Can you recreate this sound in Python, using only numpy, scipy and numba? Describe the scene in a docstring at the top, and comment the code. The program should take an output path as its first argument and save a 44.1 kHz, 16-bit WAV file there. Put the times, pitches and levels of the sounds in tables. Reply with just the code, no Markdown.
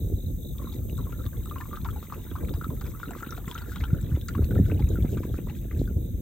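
"""Coffee is poured in a thin stream from a steel flask into a small metal cup, in a canoe on a lake.
From the start, wind buffets the microphone while insects hiss and trill faintly on the shore.
After half a second the pour begins: trapped bubbles plink and gurgle, droplets tick, splashes spatter.
The cup's air column rings along and rises in pitch as the cup fills.
In the second half the wind gusts harder, and the stream thins out near the end."""
import sys
import numpy as np
from scipy import signal
from scipy.fft import rfft, irfft, next_fast_len
from scipy.io import wavfile
from numba import njit

SR = 44100
rng = np.random.default_rng(int(sys.argv[2]) if len(sys.argv) > 2 else 0)


def waveform_to_disk(signal):
    """Save audio, clipped to [-1, 1], as 16-bit WAV at the path in sys.argv[1]."""
    frames = np.transpose(np.atleast_2d(signal))
    scaled = np.clip(frames, -1, 1) * 32767
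    samples = np.round(scaled).astype(np.int16)
    wavfile.write(sys.argv[1], SR, samples)


N = 274064
TIME = np.arange(N) / SR

# bed of rippled water and far trees, with a band of distant crickets: (frequency [Hz], gain [dB])
LAKE_EQ = [(300, 18.5), (800, -8), (1300, 5), (2200, 3), (3100, 1), (3500, 9), (3850, 14), (4250, -18),
           (6000, -24), (16000, -63)]
# airy insect chorus: (frequency [Hz], gain [dB])
CHORUS_EQ = [(2000, -35), (5200, -19.5), (7000, -12), (8000, 0.5), (9500, -3.5), (12800, 4.5), (14400, 6),
             (15800, 6.5), (17000, -39)]
# the chorus swells and eases off: (time [s], gain [dB])
CHORUS_FADER = [(0.1, 0), (0.27, -1.5), (0.5, 0.5), (0.82, -0.5), (1.02, 0.7), (1.8, 0.1), (2.15, -1),
                (2.65, 1), (3.05, -1), (3.47, 0), (4.07, -2.5), (4.47, 0.5), (4.72, -2), (5.03, -0.5),
                (5.45, -3), (6.0, -3.5), (6.2, -4)]
# thin whine of insects all round: (frequency [Hz], gain [dB])
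WHINE_EQ = [(3000, -64), (5600, -32), (6000, 6.5), (6350, 13.5), (6900, 6.5), (9000, -99), (16000, 1)]
# the whine is strongest at first: (time [s], gain [dB])
WHINE_FADER = [(0.5, 2.5), (1.2, 1.5), (3.5, -1.5), (6.0, -0.5)]
# a far cricket trills about four times a second: (middle [s], level [dB], length [s])
TRILL_CUES = [(0.0, -54, 0.19), (0.216, -53.5, 0.19), (0.456, -48, 0.14), (0.711, -50, 0.15),
              (0.957, -52, .14), (1.214, -56, .16), (1.469, -54.5, .2), (1.739, -57.5, 0.19),
              (2.007, -58, .18), (2.269, -54.5, .18), (2.51, -53.5, 0.16), (2.834, -59, 0.16),
              (3.044, -56, 0.14), (3.305, -50.5, 0.12), (3.556, -49, 0.11), (3.797, -52, .12),
              (4.024, -55, 0.16), (4.244, -55.5, .14), (4.538, -56, 0.4), (4.866, -51, 0.17),
              (5.087, -60, .14), (5.307, -52.5, .16), (5.508, -52, .18), (5.788, -59, .15),
              (6.05, -51, .13)]

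# the wind slackens, then gusts: (time [s], rumble level [dB], flutter level [dB])
WIND_FADERS = [(0.0, -31.5, -41.5), (0.3, -35.5, -46), (0.85, -34.5, -43.5), (1.2, -34.5, -45),
               (1.62, -38, -48), (1.92, -34, -44.5), (2.1, -39, -47.5), (2.45, -35.5, -46),
               (3.1, -40.5, -44.5), (3.68, -40.5, -48), (3.82, -31.5, -47.5), (3.98, -35.5, -48.5),
               (4.14, -28.5, -40.5), (4.25, -38.5, -53.5), (4.38, -27, -39), (4.66, -26.5, -36),
               (5.15, -31.5, -41.5), (5.35, -30.5, -39), (5.58, -33, -44.5), (5.85, -30, -38.5),
               (6.21, -34, -44)]
# low end of the wind: (frequency [Hz], gain [dB])
RUMBLE_EQ = [(15, -35), (25, -16.5), (38, -3), (55, 0.5), (85, -0.5), (130, -7), (200, -12), (350, -23),
             (700, -82)]
# low-mid flutter of fine turbulence: (frequency [Hz], gain [dB])
FLUTTER_EQ = [(80, -18), (160, -12.5), (230, -2.5), (350, -4.5), (500, -9), (700, -24), (1000, -42),
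              (2000, -62)]
# the finer an eddy, the wider it sits in stereo: (frequency [Hz], side gain [dB])
EDDY_SIDE_EQ = [(100, -30), (250, -9.5), (500, -2), (800, 4)]
# the strongest eddies that hit the microphone: (time [s], level [dB], pitch [Hz])
BUFFET_CUES = [(0.02, -29, 306), (0.048, -31.5, 336), (0.113, -24.5, 120), (0.125, -31, 295),
               (0.139, -16.5, 82), (0.645, -26, 312), (0.753, -28.5, 256), (0.788, -22, 96),
               (0.989, -23.5, 99), (1.267, -20, 97), (2.317, -28.5, 306), (2.347, -25, 89.5),
               (2.44, -23.5, 70), (2.476, -29, 253), (2.548, -18.5, 90), (2.669, -24, 253),
               (2.693, -20.5, 138), (2.842, -29, 131), (3.078, -29, 266), (3.128, -34, 230),
               (3.165, -38, 280), (3.272, -27.5, 256), (3.479, -24.5, 178), (3.823, -18.5, 72),
               (3.933, -10, 148), (4.037, -18.5, 110), (4.122, -17, 124), (4.174, -25.5, 360),
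               (4.379, -17.5, 170), (4.394, -15, 305), (4.408, -13, 104), (4.424, -27.5, 406),
               (4.434, -14.5, 75), (4.509, -17.5, 223), (4.518, -27, 397), (4.541, -29, 380),
               (4.566, -22, 424), (4.576, -16.5, 144), (4.591, -17, 370), (4.6, -8, 217), (4.611, -11, 140),
               (4.628, -16, 108), (4.657, -12.5, 84), (4.721, -18, 370), (4.729, -19.5, 300),
               (4.769, -17.5, 78.6), (4.807, -20, 258), (4.83, -17, 109), (4.841, -13.5, 76),
               (4.906, -21, 332), (4.93, -18, 95), (4.988, -18, 292), (5.025, -14, 80), (5.049, -14, 238),
               (5.13, -21, 210), (5.171, -22, 336), (5.189, -22.5, 107), (5.206, -20.5, 303),
               (5.254, -22, 308), (5.3, -27.5, 340), (5.319, -16.5, 87), (5.39, -23.5, 337),
               (5.799, -14, 110), (5.817, -16.5, 350), (5.913, -28, 333), (5.968, -15, 91),
               (6.143, -16.5, 65.4)]

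# the pour spurts, steadies, surges, lulls, then thins: (time [s], level [dB])
FLOW_FADER = [(0.5, -66.5), (0.7, -66), (0.87, -76.5), (1.02, -70), (1.4, -66.5), (1.7, -65.5), (2.05, -65),
              (2.48, -66), (2.72, -69), (3.1, -60), (3.35, -62.5), (3.46, -62.5), (3.6, -60), (3.72, -62),
              (3.8, -57.5), (4.0, -67), (4.15, -58.5), (4.25, -74), (4.33, -63), (4.4, -66.5), (5.0, -63),
              (5.42, -65.5), (5.6, -66), (5.8, -61), (6.0, -80)]
# air column above the coffee: (time [s], resonance [Hz])
CUP_RESONANCE = [(0.5, 1115), (1.6, 1250), (2.6, 1217), (3.6, 1410), (4.6, 1510), (5.9, 1610)]
# tone of splashes inside the cup: (frequency [Hz], gain [dB])
SPATTER_EQ = [(400, -5.5), (750, -23), (1400, -6), (2100, 3), (3000, 2.5), (3700, 11.5), (4300, 4.5),
              (5500, 3), (7500, 12), (11000, -19), (16000, -68)]
# the stream breaks up and splashes: (time [s], spray level [dB], gurgle level [dB], length [s])
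SPLASH_CUES = [(0.725, -54.5, -64, 0.039), (0.783, -68, -71, 0.013), (1.102, -49, -62, 0.006),
               (1.121, -49.5, -56, 0.013), (1.254, -57, -66, 0.014), (1.558, -57, -41, 0.005),
               (1.608, -47.5, -45, 0.007), (1.753, -50.5, -55, 0.018), (1.847, -52.5, -39.5, 0.016),
               (2.028, -48, -59, 0.0059), (2.132, -61, -53.5, 0.06), (2.251, -68, -50, 0.0082),
               (2.313, -59, -50, 0.012), (2.401, -74, -50, 0.028), (2.484, -60, -42.5, 0.0087),
               (2.536, -56, -49, 0.03), (2.81, -50, -44.5, 0.015), (2.763, -54, -62, 0.0054),
               (2.853, -53.5, -50.5, 0.029), (3.03, -54, -56, 0.008), (2.997, -55, -41.5, 0.0064),
               (3.107, -62, -44.5, 0.013), (3.225, -48, -43, 0.0079), (3.263, -51, -37.5, 0.0069),
               (3.311, -62, -52, 0.012), (3.375, -53, -45, 0.0076), (3.478, -55, -37, 0.0077),
               (3.523, -42, -45, 0.0035), (3.555, -54, -47, 0.013), (3.575, -47, -48, 0.019),
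               (3.607, -58, -47, 0.018), (3.758, -39.5, -38, 0.012), (3.804, -49, -50, 0.01),
               (3.837, -49, -33.5, 0.0046), (4.162, -63, -52, 0.019), (4.284, -37.5, -52, 0.0067),
               (4.349, -55, -38, 0.008), (4.417, -59, -50, 0.014), (4.44, -44, -52, 0.0067),
               (4.509, -60, -45, 0.011), (4.548, -51, -47, 0.0081), (4.699, -76, -44, 0.018),
               (4.792, -52, -45, 0.017), (5.051, -61.5, -47.5, 0.015), (5.172, -55, -46.5, 0.018),
               (5.232, -59, -46, 0.018), (5.383, -65, -49.5, 0.018), (5.484, -58.5, -49, 0.026)]
# the sharpest droplets ticking on the surface and the wall: (time [s], level [dB], pitch [Hz])
DROPLET_CUES = [(0.583, -35.5, 3530), (0.897, -37, 2720), (0.978, -36.5, 7450), (1.264, -35, 3510),
                (1.457, -34.5, 7900), (1.498, -38, 3260), (1.584, -38, 2790), (1.61, -38, 2320),
                (1.847, -36, 3510), (1.912, -41, 3280), (2.142, -40, 2560), (2.313, -42, 3320),
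                (2.449, -39, 2260), (2.493, -35, 3500), (2.539, -40, 4700), (2.866, -43, 2420),
                (2.643, -38, 3630), (3.108, -34, 7350), (3.307, -32, 5700), (3.482, -33, 7250),
                (3.513, -26.5, 3240), (3.514, -41, 2300), (3.546, -34, 6300), (3.579, -31, 2980),
                (3.76, -32.5, 3630), (3.84, -28.5, 2970), (4.013, -35.5, 7440), (4.213, -35.5, 3400),
                (4.285, -38, 9200), (4.444, -39, 4200), (4.655, -41.5, 3320), (4.89, -34, 6600),
                (5.118, -39, 7000), (5.147, -40, 2680), (5.498, -36, 2650)]
# snap of a bubble pinching off inside the cup: (frequency [Hz], gain [dB])
SNAP_EQ = [(300, -33), (700, -36), (1300, 20), (2100, -2), (3600, -8.5), (4600, -6), (7500, -17),
           (16000, -47)]
# the largest trapped bubbles: (time [s], level [dB], pitch [Hz], t60 [s], glide [share of pitch])
BUBBLE_CUES = [(0.596, -45, 1130, 0.065, 0.1), (0.618, -41, 1085, 0.064, -0.21),
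               (0.644, -44, 1150, 0.032, -0.42), (0.671, -37, 1086, 0.048, -0.14),
               (0.979, -41, 1390, 0.023, -0.022), (0.987, -36, 1130, 0.039, -0.16),
               (1.0, -40.5, 1010, 0.024, -0.049), (1.055, -49, 1310, 0.025, -0.2),
               (1.068, -39.5, 1083, 0.07, 0.0058), (1.126, -37, 1350, 0.047, 0.11),
               (1.191, -42.5, 1290, 0.031, 0.31), (1.204, -42, 1240, 0.045, 0.52),
               (1.241, -41.5, 1510, 0.008, 0.25), (1.262, -42, 1100, 0.044, 0.4),
               (1.331, -41.5, 1560, 0.021, 0), (1.458, -40, 1210, 0.037, 0.43),
               (1.511, -31, 1170, 0.042, 0.074), (1.56, -30.5, 1086, 0.075, -0.1),
               (1.581, -45, 1420, 0.025, 0), (1.603, -34, 966, 0.035, 0.1),
               (1.61, -32, 1780, 0.033, -0.023), (1.612, -42, 1230, 0.098, -0.2),
               (1.619, -38, 1040, 0.092, 0), (1.655, -38, 1090, 0.031, 0.19),
               (1.665, -46, 1000, 0.041, 0.39), (1.712, -39.5, 1195, 0.042, 0.049),
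               (1.73, -28.5, 1186, 0.055, 0.031), (1.757, -48, 1570, 0.06, -0.062),
               (1.771, -32.5, 1236, 0.03, 0.11), (1.849, -29.5, 1057, 0.03, -0.082),
               (1.855, -34, 890, 0.064, 0.19), (1.857, -39.5, 1357, 0.091, 0.039),
               (1.887, -29.5, 1254, 0.02, 0.069), (1.96, -35.5, 826, 0.061, 0.11),
               (2.027, -35, 1075, 0.013, 0.57), (2.1, -35.5, 1180, 0.016, 0.32),
               (2.123, -25, 1014, 0.021, 1.0), (2.124, -54, 990, 0.064, 0.61),
               (2.354, -30, 975, 0.03, 0.88), (2.361, -29.5, 1156, 0.027, 0.77),
               (2.539, -35, 770, 0.0064, 0.33), (2.612, -27.5, 1280, 0.027, 0.44),
               (2.623, -48, 1340, 0.024, 0.054), (2.643, -28, 1270, 0.035, 0.064),
               (2.703, -37, 980, 0.037, 0.35), (2.812, -32.5, 1220, 0.011, 0.57),
               (2.949, -40, 1250, 0.057, 0.32), (3.031, -26.5, 1400, 0.04, 0.11),
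               (3.107, -36, 770, 0.053, -0.4), (3.108, -39.5, 1380, 0.02, -0.098),
               (3.134, -34, 1720, 0.008, -0.082), (3.151, -31, 1140, 0.013, -0.057),
               (3.19, -47, 1900, 0.0098, 0.14), (3.206, -37.5, 1300, 0.02, 0.022),
               (3.23, -28.5, 1387, 0.039, 0), (3.264, -51, 1690, 0.015, 0.17),
               (3.291, -40, 1400, 0.066, 0.077), (3.323, -30, 1320, 0.035, 0.11),
               (3.376, -35, 1360, 0.022, 0.23), (3.379, -35.5, 740, 0.026, -0.29),
               (3.481, -35, 1080, 0.069, -0.081), (3.512, -37, 976, 0.061, 0.022),
               (3.552, -30, 1287, 0.057, 0.52), (3.585, -37, 1440, 0.03, -0.19),
               (3.62, -36, 1420, 0.047, -0.052), (3.66, -42, 1420, 0.048, -0.11),
               (3.694, -41, 1690, 0.033, -0.24), (3.718, -33.5, 1400, 0.045, 0.25),
               (3.765, -37, 1360, 0.034, 0.2), (3.809, -35.5, 2190, 0.02, -0.31),
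               (3.831, -38, 1090, 0.0069, 0.2), (3.84, -32, 1455, 0.029, 0.05),
               (3.855, -41, 1403, 0.057, -0.25), (3.903, -41, 1370, 0.052, 0.3),
               (3.944, -39.5, 1370, 0.037, 0.44), (3.984, -43, 1470, 0.033, 0.24),
               (4.115, -45, 1470, 0.036, 0.11), (4.285, -30, 1356, 0.048, 0.25),
               (4.351, -29, 1104, 0.035, 0.0046), (4.382, -39, 1340, 0.014, 0.2),
               (4.508, -34.5, 1516, 0.034, -0.097), (4.555, -37, 1410, 0.043, -0.32),
               (4.579, -39.5, 1830, 0.055, -0.18), (4.662, -41, 1480, 0.031, 0.031),
               (4.698, -36, 1496, 0.053, 0.1), (4.715, -32.5, 2340, 0.014, 0.65),
               (4.793, -36.5, 840, 0.069, -0.16), (4.823, -37.5, 2260, 0.022, -0.36),
               (4.956, -37, 1450, 0.099, -0.37), (5.042, -39, 760, 0.054, -0.67),
               (5.173, -43, 1460, 0.033, 0.28), (5.177, -42, 1170, 0.037, 0.062),
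               (5.233, -39.5, 1050, 0.052, -0.28), (5.342, -34.5, 1410, 0.0095, -0.18),
               (5.38, -43, 2450, 0.028, 0.3), (5.47, -39, 1040, 0.019, -0.32),
               (5.496, -41.5, 860, 0.056, -0.25), (5.711, -36.5, 1850, 0.02, 0.84),
               (5.713, -42.5, 1220, 0.036, -0.14), (5.876, -40.5, 1510, 0.065, -0.25)]


def undb(db):
    """Decibels to gain."""
    return 10 ** (np.asarray(db) / 20)


def unit(x):
    """Scale to rms 1."""
    return x / np.sqrt(np.mean(x ** 2))


def curves(table):
    """One automation curve per column, in straight lines between the table's times."""
    s, *columns = np.transpose(table)
    return [np.interp(TIME, s, column) for column in columns]


def equalise(x, eq, size=8192):
    """Minimum-phase EQ through the points (frequency [Hz], gain [dB])."""
    hz, db = np.transpose(eq)
    bins_hz = np.maximum(np.arange(size // 2 + 1) * SR / size, 1)
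    gain = undb(np.interp(np.log(bins_hz), np.log(hz), db))
    cepstrum = irfft(np.log(gain))
    cepstrum[1:size // 2] *= 2
    cepstrum[size // 2 + 1:] = 0
    return signal.oaconvolve(x, irfft(np.exp(rfft(cepstrum))))[:N]


def noise(eq, envelope=1):
    """Coloured noise of rms 1, optionally driven in bursts."""
    return unit(equalise(envelope * rng.standard_normal(N), eq))


def wobble(rate_hz):
    """Bounded random modulation with a spread near 1; holds after its last knot."""
    knots = np.clip(rng.standard_normal(2048), -1.8, 1.8)
    return 1.39 * np.interp(TIME * rate_hz, np.arange(len(knots)), knots)


def add(track, s, sound):
    """Mix a sound into a track at time s."""
    i = int(np.clip(s * SR, 0, N - 1))
    track[i:i + len(sound)] += sound[:N - i]


def delay(x, s):
    """The same sound s seconds later."""
    size = next_fast_len(N + 64)
    shift = np.exp(-2j * np.pi * s * SR * np.arange(size // 2 + 1) / size)
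    return irfft(rfft(x, size) * shift, size)[:N]


def stereo(mid, side):
    """Left and right from mid and side."""
    return np.array([mid + side, mid - side])


@njit
def resonate(x, hz, width_hz):
    """Swept band-pass, gain 1 at its centre."""
    out, band_state, low_state = np.empty(len(x)), 0., 0.
    for i in range(len(x)):
        tuning, damping = np.tan(np.pi * hz[i] / SR), width_hz / hz[i]
        band = (band_state + tuning * (x[i] + 1e-18 - low_state)) / (1 + tuning * (tuning + damping))
        band_state = 2 * band - band_state
        low_state += 2 * tuning * band
        out[i] = damping * band
    return out


def echoes(x, t60):
    """Dense decaying reflections, unrelated left and right, as strong as the sound itself."""
    t = TIME[:8000]
    scatter = rng.standard_normal((2, len(t))) * np.exp(-np.log(1000) * t / t60) * (t > .003)
    scatter /= np.sqrt(np.sum(scatter ** 2, axis=1, keepdims=True))
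    return signal.oaconvolve(x[None], scatter, axes=1)[:, :N]


def shore_bed(chorus_db=-52.5, diffuse_db=-12, whine_db=-64, lake_db=-63.5, lag_s=0.0001471):
    """Insect hiss from one shore arrives on the right first; a whine and lake rustle lie all round."""
    chorus_ride_db, = curves(CHORUS_FADER)
    whine_ride_db, = curves(WHINE_FADER)
    direct = noise(CHORUS_EQ)
    diffuse = np.array([noise(CHORUS_EQ), noise(CHORUS_EQ)])
    chorus = np.array([delay(direct, lag_s), direct]) + undb(diffuse_db) * diffuse
    whine = np.array([noise(WHINE_EQ), noise(WHINE_EQ)])
    lake = np.array([noise(LAKE_EQ), noise(LAKE_EQ)])
    rasp_db = 1.15 * wobble(150)
    return (undb(chorus_db + chorus_ride_db + rasp_db) * chorus
            + undb(whine_db + whine_ride_db) * whine
            + undb(lake_db + wobble(4.4)) * lake)


def cricket(stroke_hz=50, pitch_hz=3770, fall_hz_per_s=45000, stroke_s=0.0035, jitter_s=0.0012):
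    """Each wing stroke is a raspy falling chirp; every trill swells and fades, blurred by the trees."""
    song = np.zeros(N)
    t = np.arange(-3 * stroke_s, 3 * stroke_s, 1 / SR)
    for middle, db, length in TRILL_CUES:
        start = middle - length / 2
        strokes = np.arange(max(start, 0), start + length, 1 / stroke_hz)
        for s, (detune, accent_db, late) in zip(strokes, rng.standard_normal((20, 3))):
            swell = np.sin(np.pi * (.15 + .7 * (s - start) / length))
            envelope = undb(db + accent_db) * swell * np.exp(-.5 * (t / stroke_s) ** 2)
            phase = 2 * np.pi * (pitch_hz * (1 + 0.013 * detune) * t - fall_hz_per_s * t ** 2 / 2)
            add(song, s + t[0] / 2 + jitter_s * late, envelope * np.sin(phase))
    song *= 1 + .3 * wobble(400)  # rasp
    return np.array([song, delay(song, .00006)]) + undb(-7) * echoes(song, t60=0.17)


def wind(rumble_trim_db=2.5, flutter_trim_db=-1.5, swell_db=2.0, burst_db=5.0, narrow_from_db=-33):
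    """Turbulence on the microphone: a deep rumble, and finer eddies that flutter in short bursts."""
    rumble_db, flutter_db = curves(WIND_FADERS)
    swell = undb(swell_db * wobble(16))
    bursts = swell * undb(burst_db * wobble(55))
    # the rumble narrows towards the centre as it gets louder
    side_db = -10 - np.clip(14 * (rumble_db - narrow_from_db), 0, 6)
    rumble = stereo(noise(RUMBLE_EQ, swell), undb(side_db) * noise(RUMBLE_EQ, swell))
    flutter = stereo(noise(FLUTTER_EQ, bursts), equalise(noise(FLUTTER_EQ, bursts), EDDY_SIDE_EQ))
    return undb(rumble_db + rumble_trim_db) * rumble + undb(flutter_db + flutter_trim_db) * flutter


def small_eddies(count, above_db=9, scatter_db=3, low_hz=190, high_hz=380):
    """Extra buffet cues at uneven intervals, their level riding the fine turbulence."""
    _, flutter_db = curves(WIND_FADERS)
    place, size, pitch = rng.random((count, 3)).T
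    when = (np.arange(count) + place) / count * N / SR
    db = np.interp(when, TIME, flutter_db) + above_db + scatter_db * (2 * size - 1)
    return np.column_stack([when, db, low_hz * (high_hz / low_hz) ** pitch])


def buffets(push_cycles=0.16, width_share=0.74, side_db=-22):
    """A single eddy is a soft push of pressure that rebounds once or twice: a dull knock."""
    out = np.zeros(N)
    cues = np.vstack([BUFFET_CUES, small_eddies(count=70)])
    for (s, db, hz), polarity in zip(cues, np.sign(rng.standard_normal(len(cues)))):
        cycles = np.arange(-1 / hz, 5 / hz, 1 / SR) * hz
        push = np.exp(-.5 * (cycles / push_cycles) ** 2)
        knock = resonate(push, np.full(len(cycles), hz), width_share * hz)
        add(out, s - 1.267 / hz, polarity * undb(db) * knock / np.abs(knock).max())
    return stereo(out, undb(side_db) * delay(out, 0.0017))


def canoe(x, left_db=-0.5, right_db=-5.0, lag_s=.00004, echo_db=-11):
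    """The cup sits a little to the left; lid and hull scatter brief echoes."""
    direct = np.array([undb(left_db) * x, undb(right_db) * delay(x, lag_s)])
    return direct + undb(echo_db) * echoes(x, t60=0.065)


def pour(start_s=.53, end_s=6.6, attack_s=0.027, release_s=0.34, full_cup_db=-25):
    """The stream's level, the loss of ring as the coffee nears the rim, and the pour's gate."""
    flow_db, = curves(FLOW_FADER)
    fill = np.clip((TIME - start_s) / (end_s - start_s), 0, 1)
    damping_db = full_cup_db * fill ** 5.4  # sets in late
    gate = np.clip(np.minimum((TIME - start_s) / attack_s, (end_s - TIME) / release_s), 0, 1)
    return flow_db, damping_db, gate


@njit
def grains(start, hz, t60, size, glide):
    """Decaying sines that swell over their first cycle and glide upwards."""
    out = np.zeros(N)
    for k in range(len(start)):
        first, length = int(start[k] * SR), int(t60[k] * SR)
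        step = 2j * np.pi * hz[k] / SR
        phasor = size[k] + 0j
        pole = np.exp(step - np.log(1000) / length)
        bend = np.exp(step * glide / length)
        for i in range(min(length, N - first)):
            out[first + i] += phasor.imag * min(1., i * hz[k] / SR)
            phasor *= pole
            pole *= bend
    return out


def swarm(count, low_hz, high_hz, cycles, spread_db, glide=.1):
    """A texture of small bubbles, random in timing, pitch, loudness and ring."""
    when, pitch, size, ring = rng.random((count, 4)).T
    hz = low_hz * (high_hz / low_hz) ** pitch
    loudness = undb(-spread_db * np.log(np.maximum(size, .05)))
    t60 = (.5 + ring) * cycles / hz
    return unit(grains(when * N / SR, hz, t60, loudness, glide))


def stream(air_hz, gurgle_db=1.0, spatter_db=2.5, glug_db=-4.0, fizz_db=-8, froth_db=-4):
    """Bubbles gurgle in the cup's air; deeper ones glug, finer ones spatter and fizz over froth."""
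    flow_db, damping_db, gate = pour()
    small = swarm(count=2600, low_hz=750, high_hz=2400, cycles=24, spread_db=3.5)
    deep = swarm(count=1400, low_hz=650, high_hz=1200, cycles=28, spread_db=4)
    gurgle = unit(resonate(small, air_hz, width_hz=650)) + undb(glug_db) * deep
    fine = swarm(count=2000, low_hz=1100, high_hz=3500, cycles=40, spread_db=5)
    fizz = swarm(count=700, low_hz=3430, high_hz=11300, cycles=81, spread_db=13)
    froth = noise(SPATTER_EQ, undb(6.4 * wobble(30)))
    spatter = unit(equalise(fine, SPATTER_EQ)) + undb(fizz_db) * unit(equalise(fizz, SPATTER_EQ))
    spatter += undb(froth_db) * froth
    return gate * undb(flow_db) * (undb(gurgle_db + damping_db) * gurgle + undb(spatter_db) * spatter)


def splashes(air_hz, attack_s=0.00017):
    """A splash is a short, dense burst of tiny bubbles over larger ones that gurgle in the cup's air."""
    spray_envelope, gurgle_envelope = np.zeros(N), np.zeros(N)
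    for s, spray_db, gurgle_db, length in SPLASH_CUES:
        t = TIME[:int(3 * length * SR)]
        burst = (1 - np.exp(-t / attack_s)) * np.exp(-(t / length) ** 2)
        add(spray_envelope, s, undb(spray_db) * burst)
        add(gurgle_envelope, s, undb(gurgle_db) * burst)
    spray = swarm(count=5000, low_hz=814, high_hz=9600, cycles=19, spread_db=-5.5, glide=0.067)
    gurgle = swarm(count=5000, low_hz=817, high_hz=2850, cycles=27, spread_db=2.5, glide=0.081)
    return (spray_envelope * unit(equalise(spray, SPATTER_EQ))
            + gurgle_envelope * unit(resonate(gurgle, air_hz, width_hz=1100)))


def bubble(hz, t60, glide, attack_s):
    """A ringing pocket of air; a positive glide lifts its pitch as it nears the surface."""
    t = np.arange(int((t60 + 3 * attack_s) * SR) + 8) / SR
    envelope = (1 - np.exp(-(t / attack_s) ** 2)) * np.exp(-np.log(1000) * t / t60)
    return envelope / envelope.max() * np.sin(2 * np.pi * hz * (t + glide * t ** 2 / (2 * t60)))


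def droplets(click_db=-11, click_s=0.0024):
    """Each droplet lands with a sharp click and the brief ring of a tiny bubble."""
    out = np.zeros(N)
    click_decay = np.exp(-TIME[:300] / click_s)
    for s, db, hz in DROPLET_CUES:
        add(out, s, undb(db) * bubble(hz, t60=0.014, glide=0.27, attack_s=0.0001))
        add(out, s, undb(db + click_db) * rng.standard_normal(len(click_decay)) * click_decay)
    return out


def lesser_bubbles(air_hz, count, start_s=.53, end_s=6.6, above_db=17, scatter_db=2, ring_cycles=64):
    """Extra bubble cues at uneven intervals, riding the flow and pitched near the cup's resonance."""
    flow_db, damping_db, _ = pour()
    when = start_s + (end_s - start_s) * (np.arange(count) + rng.random(count)) / count
    size, detune = np.clip(rng.standard_normal((count, 2)), -2, 2).T
    db = np.interp(when, TIME, flow_db + damping_db) + above_db + scatter_db * size
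    hz = np.interp(when, TIME, air_hz) * 2 ** (0.214 * detune)
    glide = 0.12 * rng.random(count)
    return np.column_stack([when, db, hz, ring_cycles / hz, glide])


def plinks(air_hz, roughness_db=0.9, ring_db=-12, snap_db=-15, snap_s=0.0087, shed_db=-12):
    """Each large bubble snaps off, rings and sheds a softer one; the cup's air rings along."""
    rings, snaps = np.zeros(N), np.zeros(N)
    snap_decay = np.exp(-TIME[:900] / snap_s)
    cues = np.vstack([BUBBLE_CUES, lesser_bubbles(air_hz, count=64)])
    for (s, db, hz, t60, glide), (lag, detune) in zip(cues, rng.random((len(cues), 2))):
        add(rings, s, undb(db) * bubble(hz, t60, glide, attack_s=1 / hz))
        shed_hz = hz * (0.86 + 0.41 * detune)
        shed = bubble(shed_hz, t60=45 / shed_hz, glide=0.039, attack_s=0.000081)
        add(rings, s + 0.0092 + 0.024 * lag, undb(db + shed_db) * shed)
        add(snaps, s, undb(db + snap_db) * rng.standard_normal(len(snap_decay)) * snap_decay)
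    rings *= undb(roughness_db * wobble(420))  # a fast, slight flutter roughens each bubble's ring
    return rings + undb(ring_db) * resonate(rings, air_hz, width_hz=120) + equalise(snaps, SNAP_EQ)


def scene(droplet_db=-1):
    """The mix: the pour up front in the canoe, with wind and insects around it."""
    air_hz, = curves(CUP_RESONANCE)
    coffee = plinks(air_hz) + undb(droplet_db) * droplets() + splashes(air_hz) + stream(air_hz)
    return canoe(coffee) + wind() + buffets() + cricket() + shore_bed()


def record(dry):
    """A low cut on the deepest bass and a steep high cut on the very top."""
    dry = signal.sosfilt(signal.butter(4, 34, "high", fs=SR, output="sos"), dry)
    return signal.sosfilt(signal.ellip(10, .2, 80, 15850, fs=SR, output="sos"), dry)


dry = scene()
out = record(dry)
waveform_to_disk(out)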